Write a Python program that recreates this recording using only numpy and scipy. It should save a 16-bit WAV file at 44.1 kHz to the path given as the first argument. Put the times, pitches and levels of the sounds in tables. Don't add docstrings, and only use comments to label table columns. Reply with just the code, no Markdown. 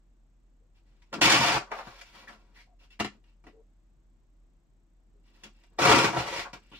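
import sys
import numpy as np
from scipy import signal
from scipy.fft import rfft, irfft, next_fast_len
from scipy.io import wavfile
from scipy.ndimage import uniform_filter1d

SR = 44100
rng = np.random.default_rng(int(sys.argv[2]) if len(sys.argv) > 2 else 0)


def unload_audio(sound):
    columns = np.transpose(np.atleast_2d(sound))
    steps = np.round(np.clip(columns, -1, 1) * 32767)
    wavfile.write(sys.argv[1], SR, steps.astype(np.int16))


N = 299483
SIZE = next_fast_len(N + SR // 4, real=True)
TIME, HZ = np.arange(N) / SR, np.fft.rfftfreq(SIZE, 1 / SR)

# (low edge [Hz], high edge [Hz])
BANDS = [(400, 1600), (1600, 14000), (70, 400)]
# (time [s], level [dB])
PULL_LEVELS = [
    [(1.213, -21), (1.245, -18.5), (1.291, -25), (1.325, -20), (1.387, -26), (1.477, -24.5), (1.501, -28),
     (1.565, -29), (1.585, -35.5)],
    [(5.786, -28.5), (5.79, -26), (5.89, -19), (5.972, -22), (6.026, -26.5), (6.048, -23.5), (6.118, -41),
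     (6.162, -32.5)],
    [(6.165, -32.5), (6.193, -31), (6.237, -38.5), (6.399, -34.5), (6.407, -41), (6.445, -43)],
]
# (first fizz [dB], last fizz [dB], first bass [dB], last bass [dB])
PULL_DRIFTS = [(5.5, 0, -3, -11), (-4, -1.5, -8, 0.5), (-5, 2.5, -5.5, -11.5)]
# (frequency [Hz], level [dB])
PAPER_COLOURS = [
    [(50, -40.5), (85, -15.5), (126, 0), (237, -6.5), (314, 0), (382, -4.5), (553, -4.5), (893, 1.5),
     (1870, -3), (2230, -1), (3090, -3.5), (3370, -5), (4200, -10), (4580, -6.5), (15500, -35.5)],
    [(50, -44.5), (85, -16), (134, 3), (232, -6.5), (294, 2.5), (374, -1), (659, -5.5), (893, -2.5),
     (1020, -4), (1440, -4.5), (1760, -11.5), (2230, -6), (3760, -15.5), (5220, -16.5), (15500, -43)],
    [(50, -38), (85, -6.5), (134, -2), (270, -14), (314, -5), (350, -5.5), (644, -7), (751, -7), (819, -3),
     (1680, -13), (2000, -5.5), (5220, -16.5), (15500, -42)],
]
# (start [s], length [s], first pitch [Hz], level [dB])
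FLUTTERS = [(1.335, .085, 343.8, -35.5), (1.385, .05, 165, -33), (1.495, 0.044, 150, -38),
            (1.545, .035, 139.1, -37.5), (5.85, 0.063, 168.1, -28.5), (5.935, .05, 326.3, -22),
            (6.16, .055, 140, -37)]
# (time [s], level [dB], fizz [dB], bass [dB])
FLICKS = [(1.019, -61.5, 6, -10), (1.127, -25, -10, -9.5), (1.137, -33, 5, -15), (1.212, -17, -5, 3),
          (1.715, -18, -19.5, -26), (1.787, -31, -10.5, -22.5), (1.869, -33, -30, -3),
          (2.011, -48, 9.5, -24), (2.28, -45.5, 2, -28), (5.435, -49, 13.5, 0), (5.635, -61, 6, -8),
          (6.042, -15, -12, -10.5), (6.131, -24.5, -17, -13), (6.163, -16.5, -16, -7),
          (6.451, -28.5, -36, -14), (6.53, -31.5, -2.5, -5), (6.715, -47, -7.5, 5)]
# (time [s], level [dB], fizz [dB], bass [dB])
KNOCKS = [(2.905, -68.5, 14, 4), (2.993, -39, -1, -1.5), (2.999, -25, -0.5, -5.5), (3.003, -19, -5, -8),
          (3.046, -26, -3, -5), (3.24, -67.5, 3.5, -7.5), (3.44, -54, -5, 3.5), (3.467, -43.5, -15, -7),
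          (6.734, -46, -18, -1.5)]
# (frequency [Hz], level [dB])
SLAP_COLOUR = [(35, -32), (60, -0.5), (156, 7.5), (226, -22), (266, 7.5), (443, -15), (546, -22),
               (705, -15), (1150, -21.5), (1380, -13.5), (1550, -24.5), (1960, -10.5), (6870, -27.5),
               (15500, -47)]
# (pitch [Hz], level [dB], time to fade 60 dB without the hand on it [s])
RULER_NOTES = [(208, 5.5, 0.36), (705, -34, 0.39), (1780, -29, 0.23), (1930, -13, 0.48), (3000, -11, 0.17),
               (3050, -20, 0.18), (3980, -24, 0.22), (4450, -29, 0.82)]
# (centre [Hz], width [Hz], level [dB])
PLASTIC_PEAKS = [(2737, 160, 2), (4960, 289, -8)]
# (start [s], length [s], level [dB], fizz [dB], bass [dB])
PAPER_SLIDES = [(.735, .04, -83, 8.5, -3), (.84, .28, -83, 2, 2), (1.116, 0.071, -46.5, -16.5, 7),
                (1.58, 0.035, -42.5, -13.5, -13), (1.66, .05, -55, -18, -11),
                (1.703, 0.11, -43.5, -11, -18), (1.83, 0.19, -57, 0.5, -13), (2.04, 0.14, -70, 6, -12),
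                (2.12, 0.12, -57, -3, -7), (2.265, 0.067, -54.5, -6, -4), (2.36, 0.19, -74, -4.5, 3),
                (2.54, 0.071, -70, 8, -15), (5.32, 0.11, -73.5, 2, 2), (5.42, 0.037, -61.5, 0.5, 6.5),
                (5.69, 0.07, -74.5, -8.5, 5.5), (5.772, 0.018, -48.5, -6, 6.5),
                (6.44, 0.015, -43.5, -13.5, -9.5), (6.53, 0.023, -54, -5, 5.5)]
# (start [s], length [s], level [dB], fizz [dB], bass [dB])
RULER_SLIDES = [(2.785, 0.052, -70.5, 4.5, -3), (2.895, 0.034, -79.5, 14, -1),
                (3.09, 0.06, -71.5, -8.5, 7.5), (3.235, 0.074, -82.5, 2, 3), (3.44, 0.045, -66.5, -3, 9),
                (5.23, 0.083, -79.5, 4, 5), (5.52, 0.15, -80.5, 5, 4), (6.6, .11, -78, 4.5, 6),
                (6.71, .075, -68, 3.5, 0)]
# (frequency [Hz], level [dB])
SLIDE_COLOUR = [(88, -38.5), (150, -8), (221, -0.5), (258, -5), (388, -4), (509, -3), (1060, 0.5),
                (1150, -2.5), (1910, -5.5), (2270, -4), (5330, -12.5), (8170, -25.5), (15500, -32)]
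# (start [s], length [s], first pitch [Hz], level [dB], glide [octaves/s])
SQUEAKS = [(.6, 0.064, 451, -75, 2.5), (1.708, 0.018, 660, -43, 6), (2.272, 0.026, 1905, -47, -5.5),
           (2.555, 0.069, 1785, -61, 5.5), (2.66, 0.087, 754, -71.5, -1.3), (2.9, 0.027, 2730, -72.5, 0.5),
           (3.25, 0.094, 2770, -87, -0.5), (3.52, 0.1, 434, -60, 1), (5.135, 0.056, 400, -71, 0.5),
           (6.712, 0.054, 2850, -54, 1), (6.735, 0.087, 3590, -60, 2.5)]
# (frequency [Hz], time to fade 60 dB [s])
ECHO_FADE = [(150, 0.14), (400, 0.058), (1040, 0.15), (2760, 0.18), (7280, 0.21), (15000, 0.026)]
# (frequency [Hz], likeness [1 = the same])
ECHO_LIKENESS = [(100, .95), (300, .9), (640, .68), (1400, .35), (3000, .08), (8000, -.1)]
# (frequency [Hz], left minus right [dB])
SIDE_LEAN = [(60, 5), (110, 0), (200, 4.5), (380, 1), (700, 2), (1290, 2), (2380, 0.5), (4400, -0.5),
             (8120, 0.5), (15000, -1)]
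# (frequency [Hz], level [dB])
AIR_COLOUR = [(12, -31), (20, 3), (53, -2.5), (70, -16.5), (92, -16.5), (148, -19), (342, -22.5),
              (416, -31.5), (614, -33), (2610, -45), (4070, -48), (4680, -50), (7730, -47.5), (8880, -63.5),
              (15500, -62.5)]
# (frequency [Hz], likeness [1 = the same])
AIR_LIKENESS = [(60, 0.72), (130, 1), (290, 0.51), (640, 0.63), (1410, 0.079), (3100, 0.04), (6820, 0.33),
                (15000, 0.2)]
# (time [s], level [dB])
WHINE_LEVELS = [(0, -88), (5.1, -86), (5.6, -79.5), (6.7, -75.5)]
# (pitch [Hz], relative level [dB])
WHINE_TONES = [(7000, -11.5), (7650, -8.5), (8000, -2.5), (12000, -12.5)]


def tearing():
    surge = gain_of(1.1 * wander(100))
    fibres = [evened(surge * snaps(per_s=3000, spread_db=2, clump_db=1.5, clump_hz=180)) for _ in BANDS]
    return sum(friction(pull_force(curve, drift), colour, fibres, trims_db=(.3, .3, -1.5))
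               for curve, drift, colour in zip(PULL_LEVELS, PULL_DRIFTS, PAPER_COLOURS))


def pull_force(curve, drift, edge_s=.006):
    times, levels = np.transpose(curve)
    level_db = np.interp(TIME, times, levels)
    start, end = times[0], times[-1]
    fizz_db = np.interp(TIME, [start, end], drift[:2])
    bass_db = np.interp(TIME, [start, end], drift[2:])
    fizz_db += 0.23 * (level_db - level_db.max())
    pulling = np.clip(np.minimum(TIME - start, end - TIME) / edge_s + .5, 0, 1)
    body = pulling * gain_of(level_db) / np.hypot(1, gain_of(fizz_db))
    return body * gain_of([np.zeros(N), fizz_db, bass_db])


def flap_flutter(fall_octaves_per_s=6.5):
    rows = [(*row, -fall_octaves_per_s) for row in FLUTTERS]
    return glides(rows, jitter=0.047, jitter_hz=80, rough_db=1)


def sheet_flicks():
    return blows(FLICKS, PAPER_COLOURS[0], trims_db=(-6, -6.5, -8), crack=0.64, rise_s=.0015, fade_s=.008)


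def ruler_knocks(damping_s=0.048):
    slap = blows(KNOCKS, SLAP_COLOUR, trims_db=(-4.5, -5, -4), crack=4.2, rise_s=0.00028, fade_s=0.0054)
    t, ringing = TIME[:SR // 2], np.zeros(N)
    ring = sum(gain_of(db - 60 * t / fade_s) * np.sin(2 * np.pi * hz * t)
               for hz, db, fade_s in RULER_NOTES)
    ring *= np.exp(-t / damping_s)
    for start, db, *_ in KNOCKS:
        part = ringing[round(start * SR):][:len(t)]
        part += gain_of(db - 19.5) * ring[:len(part)]
    return slap + ringing


def through_ruler(x, contact_db):
    peaks = sum(gain_of(db + contact_db) / (1 + 2j * (HZ - hz) / width)
                for hz, width, db in PLASTIC_PEAKS)
    return shaped(x, 1 + peaks)


def sliding(rows, rise_s=0.029, sag_db_per_s=14, stop_s=.022):
    catches = [snaps(per_s=7000, spread_db=3, clump_db=1.5, clump_hz=60) for _ in BANDS]
    force = np.zeros((3, N))
    for start, length, db, fizz_db, bass_db in rows:
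        part = force[:, round(start * SR):][:, :SR // 2]
        t = TIME[:part.shape[1]]
        speed = np.minimum(t / rise_s, 1) * np.exp(-np.maximum(t - length, 0) / stop_s)
        part += speed * gain_of(db - sag_db_per_s * t) * gain_of([[0], [fizz_db], [bass_db]])
    return friction(force, SLIDE_COLOUR, catches, trims_db=(.3, .3, -1))


def mat_squeaks():
    return glides(SQUEAKS, jitter=.117, jitter_hz=670, rough_db=1.5)


def room(x):
    share = uniform_filter1d(1. * (wander(45) > 0), size=100)
    first, second = (echo_path(left_delay_s=samples / SR) for samples in (3, 4.7))
    heard = shaped(x * share, first) + shaped(x * (1 - share), second)
    return shaped(heard, gain_of(read(SIDE_LEAN) * np.array([[.5], [-.5]])))


def echo_path(left_delay_s, early_db=1.5, tail_db=-2, early_s=0.013):
    n, echoes_per_s = SR // 2, 5000
    bounces = rng.standard_normal((2, 2, n)) * (rng.random((2, 2, n)) < echoes_per_s / SR)
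    near, far = bounces * (TIME[:n] > .0006)
    early = near * np.exp(-TIME[:n] / early_s)
    hz, t, spectrum = signal.stft(far, SR, nperseg=256)
    fade = gain_of(-60 * t / read(ECHO_FADE, hz)[:, None])
    tail = signal.istft(spectrum * fade, SR, nperseg=256)[1][:, :n]
    echoes = (gain_of(early_db) * evened(early) + gain_of(tail_db) * evened(tail)) / np.sqrt(n)
    response = rfft(paired(np.pad(echoes, ((0, 0), (0, N - n))), ECHO_LIKENESS), SIZE)
    response += np.exp(-2j * np.pi * HZ * np.array([[left_delay_s], [0]]))
    summed_power = np.cumsum(abs(response.mean(0)) ** 2)
    lo, hi = (np.searchsorted(HZ[:-1], edge) for edge in (HZ * .9 - 25, HZ * 1.1 + 25))
    return response * causal(np.sqrt((hi - lo) / (summed_power[hi] - summed_power[lo])))


def room_air(rumble_cut_hz=45):
    colour = gain_of(read(AIR_COLOUR))
    colour /= np.sqrt(np.mean(colour ** 2 * (HZ > BANDS[2][0])))
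    rumble_cut = HZ ** 2 / (HZ ** 2 + rumble_cut_hz ** 2)
    level = gain_of(-71.12 + 0.3 * wander(4))
    noise = paired(rng.standard_normal((2, N)), AIR_LIKENESS)
    return level * shaped(noise, colour * rumble_cut)


def low_hum(hum_hz=41):
    level = gain_of(-58.5 + 1.2 * wander(4.8))
    pitch = hum_hz + 0.53 * wander(15)
    return level * np.sin(2 * np.pi * np.cumsum(pitch) / SR) * gain_of([[.4], [-.4]])


def camera_whine(pulses_per_s=30, on_share=.2):
    is_on = (TIME * pulses_per_s + .02) % 1 < on_share
    level = gain_of(np.interp(TIME, *np.transpose(WHINE_LEVELS)))
    tone = sum(gain_of(db) * np.sin(2 * np.pi * hz * TIME + 0.69 * wander(200)) for hz, db in WHINE_TONES)
    return uniform_filter1d(is_on * level, size=50) * evened(tone)


def snaps(per_s, spread_db, clump_db, clump_hz):
    size = gain_of(spread_db * np.minimum(rng.exponential(1, N), 4) + clump_db * wander(clump_hz))
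    return evened(size * rng.choice([-1, 1], N) * (rng.random(N) < per_s / SR))


def friction(forces, colour, snap_runs, trims_db):
    return sum(shaped(gain_of(db) * force * run, band)
               for force, band, run, db in zip(forces, band_filters(colour), snap_runs, trims_db))


def blows(rows, colour, trims_db, crack, rise_s, fade_s):
    out = np.zeros(N)
    for k, band in enumerate(band_filters(colour)):
        force = np.zeros(N)
        for start, db, fizz_db, bass_db in rows:
            part = force[round(start * SR):][:SR // 8]
            t = TIME[:len(part)]
            loudness = np.minimum(t / rise_s, 1) * np.exp(-np.maximum(t - rise_s, 0) / fade_s)
            burst = rng.standard_normal(len(t)) * loudness
            burst[0] += crack
            part += burst * gain_of(db + (0, fizz_db, bass_db)[k] + trims_db[k])
        out += shaped(force, band)
    return out


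def glides(rows, jitter, jitter_hz, rough_db):
    out = np.zeros(N)
    wobble = 1 + jitter * wander(jitter_hz)
    roughness = gain_of(rough_db * wander(jitter_hz))
    for start, length, first_hz, db, octaves_per_s in rows:
        first, n = round(start * SR), int(length * SR)
        span = np.arange(first, min(first + n, N))
        pitch = first_hz * 2 ** (octaves_per_s * TIME[:len(span)]) * wobble[span]
        tone = evened(roughness[span] * np.sin(2 * np.pi * np.cumsum(pitch) / SR))
        out[span] += gain_of(db) * tone * signal.windows.tukey(n, .3)[:len(span)]
    return out


def band_filters(colour):
    gain = gain_of(read(colour))
    below_body, below_fizz = (1 / (1 + (HZ / edge) ** 10) for edge in BANDS[0])
    shares = (below_fizz * (1 - below_body), 1 - below_fizz, below_body)
    parts = [gain * np.sqrt(share) for share in shares]
    return [causal(part / np.sqrt(np.mean(part ** 2 * (HZ > lo) * (HZ < hi))))
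            for part, (lo, hi) in zip(parts, BANDS)]


def causal(gain):
    log_gain = np.log(np.maximum(gain, gain.max() * 1e-5))
    cepstrum = irfft(log_gain, SIZE)[:SIZE // 2]
    return np.exp(rfft(2 * cepstrum, SIZE) - cepstrum[0])


def paired(two, likeness_table):
    likeness = np.clip(read(likeness_table), -1, 1)
    right = shaped(two[0], likeness) + shaped(two[1], np.sqrt(1 - likeness ** 2))
    return np.array([two[0], right])


def wander(rate_hz):
    return evened(shaped(rng.standard_normal(N), np.exp(-(HZ / rate_hz) ** 2)))


def shaped(x, gain):
    return irfft(rfft(x, SIZE) * gain, SIZE)[..., :N]


def read(points, hz=HZ):
    frequency, value = np.transpose(points)
    return np.interp(np.log(hz + 1), np.log(frequency + 1), value)


def evened(x):
    return x / np.sqrt(np.mean(x ** 2) + 1e-20)


def gain_of(db):
    return 10 ** (np.asarray(db) / 20)


def scene():
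    flicks, flutter, squeaks = sheet_flicks(), flap_flutter(), mat_squeaks()
    paper = tearing() + flutter + flicks + squeaks + sliding(PAPER_SLIDES)
    ruler = through_ruler(sliding(RULER_SLIDES), contact_db=1)
    ruler += through_ruler(ruler_knocks(), contact_db=0)
    return room(paper + ruler) + room_air() + low_hum() + camera_whine()


def record(dry, top_hz=15800):
    low_pass = signal.firwin(511, top_hz, window=("kaiser", 9), fs=SR)
    return signal.oaconvolve(dry, low_pass[None], "same")


dry = scene()
out = record(dry)
unload_audio(out)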